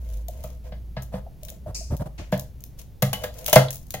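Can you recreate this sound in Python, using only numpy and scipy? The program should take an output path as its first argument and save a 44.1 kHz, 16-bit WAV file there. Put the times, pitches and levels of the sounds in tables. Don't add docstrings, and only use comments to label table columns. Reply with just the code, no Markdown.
import sys
import numpy as np
from scipy import signal
from scipy.fft import rfft, irfft
from scipy.io import wavfile
from scipy.ndimage import uniform_filter1d

SR = 44100
rng = np.random.default_rng(int(sys.argv[2]) if len(sys.argv) > 2 else 0)


def store_pcm(level_fs):
    pcm = np.round(np.clip(level_fs, -1, 1) * 32767).astype(np.int16)
    wavfile.write(sys.argv[1], SR, np.atleast_2d(pcm).T)


N = 176400

# t/s, iron thump/dB, plate ring/dB, clack/dB, contact time/s, favoured tine f/Hz
FORK_KNOCKS = [(.438, -33.5, -28.5, -42.5, 0.012, 900), (.719, -34, -32, -43, 0.013, 1800),
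               (.965, -23.5, -25, -32.5, 0.012, 1630), (1.136, -22, -22, -41.5, 0.016, 1615),
               (2.322, -13, -12.5, -24.5, 0.014, 1730), (3.022, -10, -15, -17, 0.0068, 2120),
               (3.1295, -26, -33, -20, 0.0069, 2740), (3.237, -40, -20, -22, 0.0057, 1666),
               (3.479, -43, -24, -24.5, .0097, 3160), (3.5289, -24.5, -6.5, -7, 0.005, 2830),
               (3.5586, -4, 6.5, -6.5, 0.00948, 1476), (3.939, -30.5, -27.5, -25, 0.0076, 2100)]
# t/s, level/dB, decay time/ms
CANDY_CRACKS = [(.284, -26.5, 1.96), (0.438, -36.5, 8.4), (1.021, -35, 10), (1.433, -23, 0.61),
                (1.45, -32.5, 0.73), (1.484, -29, 1.5), (1.493, -32, 1.5), (1.967, -30, 2), (2.32, -34, 22),
                (2.376, -31, 4.2), (2.395, -24, 3.1), (2.606, -39.5, 3.1), (2.639, -23.5, 1.05),
                (3.022, -17, 7.3), (3.131, -16, 4.8), (3.236, -29, 14), (3.39, -32.5, 1.33),
                (3.462, -15, 2.6), (3.48, -21.5, 2.8), (3.496, -20, 4), (3.5287, -6, 9), (3.557, -6.5, 6.1),
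                (3.584, -35, 4), (3.706, -20.5, 4.3), (3.745, -30, 1.5), (3.906, -23, 3.6),
                (3.94, -21, 2.8)]
# t/s, duration/s, gritty hiss/dB, drag on the plate/dB
TINE_SCRAPES = [(0., 0.23, -53, -52.5), (0.29, 0.29, -54, -51.5), (0.635, 0.065, -55, -46.5),
                (1.402, 0.17, -57, -53.5), (2.775, 0.057, -47.5, -55), (3.03, 0.27, -52, -47),
                (3.208, 0.044, -55, -41), (3.33, 0.15, -44, -43.5), (3.467, 0.17, -51.5, -37.5)]
# t/s, level/dB
TINE_SQUEAKS = [(1.485, -36.5), (3.683, -30)]
# t/s, duration/s, rumble/dB, grinding/dB
SLAB_SHOVES = [(1.12, 0.079, -38.5, -38), (1.663, 0.055, -33, -41.5), (1.903, 0.054, -20.5, -36),
               (1.995, 0.038, -25.5, -34.5), (2.056, 0.023, -31.5, -37.5), (2.19, 0.038, -31.5, -42)]
# t/s, level/dB
FORK_TAPS = [(.284, -31.5), (1.264, -37.5), (1.428, -41), (1.516, -41), (1.661, -29), (1.809, -37.5)]
# f/Hz, level/dB, T60/s
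IRON_MODES = [(107, -13, 0.66), (132.5, 3.5, 0.34), (191.7, 1.5, 0.2), (269.7, -21, 0.29)]
PLATE_MODES = [(499, 0.5, 0.11), (635, 11.5, 0.036), (595, -0.5, 0.13), (667.5, -15.5, 0.29),
               (846, -33, 0.079), (877, -16, 0.1), (1044, -21, 0.16)]
# f/Hz, level/dB
FORK_MODES = [(1295, 0), (1436, -5), (1680, 4.5), (1860, -0.5), (2083, 4), (2975, 2.5)]
# f/Hz, relative level/dB
CLACK_SPECTRUM = [(100, 3.5), (300, -1.5), (800, 10.5), (1400, -2.5), (2100, 1), (3000, 2), (5000, -3.5),
                  (12000, -44.5)]
CRACK_SPECTRUM = [(300, -18.5), (1500, -11), (3200, -2), (5000, -4), (6600, 3.5), (8200, -7), (11000, 0.5),
                  (16000, 1)]
SWISH_SPECTRUM = [(500, -10), (1800, -22), (2500, -5.5), (3400, -21.5), (4800, 5), (6600, 4), (9000, -6),
                  (11500, -12.5), (16000, -18)]
RUB_SPECTRUM = [(300, 6), (1200, -1.5), (2500, 2.5), (4000, -4.5), (6500, -4.5), (16000, -36)]
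GRIND_SPECTRUM = [(150, -9.5), (350, -10.5), (600, 9), (850, -3.5), (1200, -8), (2200, -22), (6000, -26.5)]
AIR_SPECTRUM = [(25, 1), (60, 0.5), (130, -2), (300, -19), (600, -26.5), (1200, -39), (6500, -43.5),
                (8200, -49.5), (11000, -42)]
# t/s, level/dB
HUM_LEVELS = [(0, -32), (.17, -27), (.33, -35), (1.24, -37.5), (1.32, -49), (1.8, -34), (2.85, -48),
              (3.3, -42), (4, -47.5)]
# f/Hz, T60/s
ROOM_DECAY = [(100, 0.15), (600, 0.3), (2000, 0.22), (5000, 0.28), (16000, 0.19)]

CONTACT_RISE, CHATTER_DECAY = 0.281, 0.69
THUMP_LAG_S, PUSH_S, CHATTER_DB = 0.0035, 0.0002, -8
STRIKE_SPREAD_DB, DETUNE = 6.5, 0.011
FORK_RING_DB, FORK_T60_S, TINE_DB_PER_OCTAVE = -2.5, 0.04, 27.5
GRAINS_PER_S, GRAIN_SPREAD_DB, CRACK_ROUGHNESS = 500, 13.5, 0.53
GRIT_SHARE = 0.6
CRUMBLE_DB, CRUMBLE_DECAY_S = -6, 0.0082
SHOWER_AT_S, SHOWER_DECAY_S, SHOWER_DB = 3.72, 0.21, -44
THIN_BELOW_DB, THIN_HZ = -27.5, 7250
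TOCK_HZ, TOCK_PEAK_S, TOCK_WAVER = 642, 0.0055, 0.078
SLIPS_PER_S, RUMBLE_BAND_HZ, DRAG_RASP_DB = 4500, (62, 152), -10
SQUEAK_HZ, SQUEAK_DECAY_S, SQUEAK_T60_S = 3720, 0.0052, 0.004
SWISH_AT_S, SWISH_DECAY_S, SWISH_DB = 1.746, 0.063, -33
RUB_AT_S, RUB_DECAY_S, RUB_DB = 2.178, 0.046, -41.5
AIR_DB, HUM_HZ, HUM_WANDER_HZ, HUM_WANDER_S = -43, 56.4, 4.07, 0.0913
BODY_ROOM_DB, RIGHT_LAG_SAMPLES = -11.5, 4
INPUT_DB, TOP_HZ = -1, 16000


def waffle_iron():
    thumps, plate = np.zeros((2, 2, N))
    t = np.arange(SR // 10) / SR
    push = t * np.exp(-t / PUSH_S)
    for at, thump_db, plate_db, _, contact_s, _ in FORK_KNOCKS:
        add(thumps, at + THUMP_LAG_S, undb(thump_db) * conv(push / push.sum(), ring(IRON_MODES)))
        chatter = t * np.exp(-t / (contact_s * CHATTER_DECAY))
        force = undb(CHATTER_DB) * chatter / np.linalg.norm(chatter) * noise(side=0.043, size=len(t))
        force[:, int(CONTACT_RISE * contact_s * SR)] += 1
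        response = ring(PLATE_MODES)
        ringing = conv(force, response)
        add(plate, at, undb(plate_db) * ringing * np.linalg.norm(response) / np.linalg.norm(ringing[0]))
    return room(thumps, wet_db=-20.5) + room(plate, BODY_ROOM_DB)


def fork():
    forces, ringing = np.zeros((2, 2, N))
    t = np.arange(SR // 6) / SR
    for at, _, _, clack_db, contact_s, tine_hz in FORK_KNOCKS:
        contact = (1 - np.exp(-t / (CONTACT_RISE * contact_s))) * np.exp(-t / contact_s)
        force = undb(clack_db) * contact * noise(side=0.41, size=len(t))
        modes = [(hz, db - TINE_DB_PER_OCTAVE * abs(np.log2(hz / tine_hz)), FORK_T60_S)
                 for hz, db in FORK_MODES]
        add(forces, at, force)
        add(ringing, at, resonate(force, modes))
    clacks = colour(forces, CLACK_SPECTRUM) + undb(FORK_RING_DB) * ringing
    return room(pan(clacks, db=1.5), wet_db=-6)


def candy():
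    t = np.arange(SR // 20) / SR
    snaps = bursts([(at, ms / 1000, db) for at, db, ms in CANDY_CRACKS], rise_s=0.0001)
    crumbs = [(at, CRUMBLE_DECAY_S, db + CRUMBLE_DB) for at, db, _ in CANDY_CRACKS]
    crumble = bursts(crumbs + [(SHOWER_AT_S, SHOWER_DECAY_S, SHOWER_DB)], rise_s=0.003)
    fractures = unit(noise(side=0.92) * np.exp(CRACK_ROUGHNESS * rng.standard_normal(N)))
    grain_onsets = rng.random(N) < GRAINS_PER_S / SR
    grain_sizes = undb(GRAIN_SPREAD_DB * np.minimum(rng.exponential(size=N), 3))
    grains = unit(conv(grain_onsets * grain_sizes, np.exp(-t / 0.0025)))
    breaking = snaps + crumble * grains
    scraping = pressure(TINE_SCRAPES, column=2) * (1 - GRIT_SHARE + GRIT_SHARE * grains)
    thin_share = undb(THIN_BELOW_DB) / (undb(THIN_BELOW_DB) + breaking)
    treble = signal.sosfilt(signal.butter(1, THIN_HZ, "high", fs=SR, output="sos"), fractures)
    cracks = breaking * (thin_share * treble + (1 - thin_share) * fractures)
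    crunch = colour(cracks + scraping * fractures, CRACK_SPECTRUM)
    return room(pan(crunch, db=4), wet_db=-8)


def candy_slab():
    grind = colour(stick_slip() * pressure(SLAB_SHOVES, column=3), GRIND_SPECTRUM)
    rumble_band = signal.butter(2, RUMBLE_BAND_HZ, "band", fs=SR, output="sos")
    rumble = unit(signal.sosfilt(rumble_band, stick_slip()[0]))
    rumble = unit(rumble / (np.abs(signal.hilbert(rumble)) + 0.5))
    tocks, t = np.zeros((2, N)), np.arange(SR // 10) / SR
    envelope = t / TOCK_PEAK_S * np.exp(1 - t / TOCK_PEAK_S)
    for at, db in FORK_TAPS:
        waver = unit(uniform_filter1d(rng.standard_normal(len(t)), size=128))
        hz = TOCK_HZ * (1 + TOCK_WAVER * waver)
        add(tocks, at, undb(db) * envelope * np.sin(2 * np.pi * np.cumsum(hz) / SR))
    return room(grind + tocks, BODY_ROOM_DB) + rumble * pressure(SLAB_SHOVES, column=2)


def tine_drag():
    force = stick_slip() * pressure(TINE_SCRAPES, column=3)
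    murmur = resonate(force, PLATE_MODES)
    rasp = undb(DRAG_RASP_DB) * colour(force, RUB_SPECTRUM)
    catches = bursts([(at, SQUEAK_DECAY_S, db) for at, db in TINE_SQUEAKS], rise_s=0.0011)
    squeaks = resonate(catches * noise(side=1), [(SQUEAK_HZ, 0, SQUEAK_T60_S)])
    return room(murmur + rasp + squeaks, BODY_ROOM_DB)


def tine_skids():
    swish = bursts([(SWISH_AT_S, SWISH_DECAY_S, SWISH_DB)], rise_s=0.00011) * noise(side=0.82)
    rub = bursts([(RUB_AT_S, RUB_DECAY_S, RUB_DB)], rise_s=0.0051) * noise(side=1)
    skids = colour(swish, SWISH_SPECTRUM) + colour(rub, RUB_SPECTRUM)
    return room(pan(skids, db=2.7), wet_db=-20)


def background():
    air = colour(noise(side=0.36), AIR_SPECTRUM) * undb(AIR_DB)
    wander = unit(uniform_filter1d(rng.standard_normal(N), int(HUM_WANDER_S * SR)))
    hum = np.sin(2 * np.pi * np.cumsum(HUM_HZ + HUM_WANDER_HZ * wander) / SR)
    hum_db = np.interp(np.arange(N) / SR, *np.array(HUM_LEVELS).T)
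    return air + unit(hum) * undb(hum_db)


def room(x, wet_db):
    t = np.arange(SR) / SR
    hz, t60 = np.array(ROOM_DECAY).T
    spectrum, tail = rfft(noise(side=0.51, size=SR)), 0
    octave = np.round(np.log2(np.maximum(np.arange(SR // 2 + 1), 64)))
    for k in np.unique(octave):
        decay = np.exp(-np.log(1000) * t / np.interp(k, np.log2(hz), t60))
        tail = tail + irfft(spectrum * (octave == k)) * decay
    tail = tail * (1 - np.exp(-t / 0.006))
    return x + undb(wet_db) * conv(x, unit(tail) / np.sqrt(SR))


def ring(modes):
    t = np.arange(SR // 2) / SR
    scatter = rng.standard_normal((len(modes), 2)) / 2
    response = 0
    for k, ((hz, db, t60), (louder, sharper)) in enumerate(zip(modes, scatter)):
        amplitude = (-1) ** k * undb(db + STRIKE_SPREAD_DB * louder)
        swing = np.sin(2 * np.pi * hz * (1 + DETUNE * sharper) * t)
        response += amplitude * swing * np.exp(-np.log(1000) * t / t60)
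    return response / np.abs(response).max()


def resonate(force, modes):
    response = ring(modes)
    return conv(force, response / np.linalg.norm(response))


def stick_slip():
    return unit(noise(side=0.58) * (rng.random(N) < SLIPS_PER_S / SR))


def pressure(strokes, column):
    t = np.arange(N) / SR
    envelope = 0
    for row in strokes:
        progress = np.clip((t - row[0]) / row[1], 0, 1)
        envelope += undb(row[column]) * np.sqrt(np.sin(np.pi * progress).clip(0))
    return envelope


def bursts(rows, rise_s):
    envelope, t = np.zeros(N + SR), np.arange(SR // 2) / SR
    for start, decay_s, db in rows:
        i = int(start * SR)
        envelope[i:i + len(t)] += undb(db) * (1 - np.exp(-t / rise_s)) * np.exp(-t / decay_s)
    return envelope[:N]


def colour(x, points):
    size = 8192
    hz, db = np.array(points).T
    bin_hz = np.arange(size // 2 + 1) * SR / size
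    gain = undb(np.interp(np.log(bin_hz + 1), np.log(hz), db))
    cepstrum = irfft(np.log(unit(gain)))
    cepstrum[1:size // 2] *= 2
    cepstrum[size // 2 + 1:] = 0
    return conv(x, irfft(np.exp(rfft(cepstrum))))


def conv(x, response):
    return signal.fftconvolve(np.atleast_2d(x), np.atleast_2d(response), axes=1)[:, :N]


def noise(side, size=N):
    mid, difference = rng.standard_normal((2, size))
    return mid + side * difference * np.array([[1], [-1]])


def pan(x, db):
    return x * undb(np.array([[db], [-db]]) / 2)


def add(track, start_s, sound):
    i = int(np.clip(start_s * SR, 0, N - 1))
    track[:, i:i + sound.shape[-1]] += sound[..., :N - i]


def undb(db):
    return 10 ** (np.asarray(db) / 20)


def unit(x):
    return x / np.sqrt(np.mean(x ** 2))


def scene():
    left, right = waffle_iron() + fork() + candy_slab() + tine_drag() + candy() + tine_skids()
    delayed_right = np.pad(right, (RIGHT_LAG_SAMPLES, 0))[:N]
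    return np.array([left, delayed_right]) + background()


def record(dry):
    clipped = np.clip(dry * undb(INPUT_DB), -0.97, 0.97)
    return signal.sosfilt(signal.ellip(8, 0.2, 60, TOP_HZ, fs=SR, output="sos"), clipped)


dry = scene()
out = record(dry)
store_pcm(out)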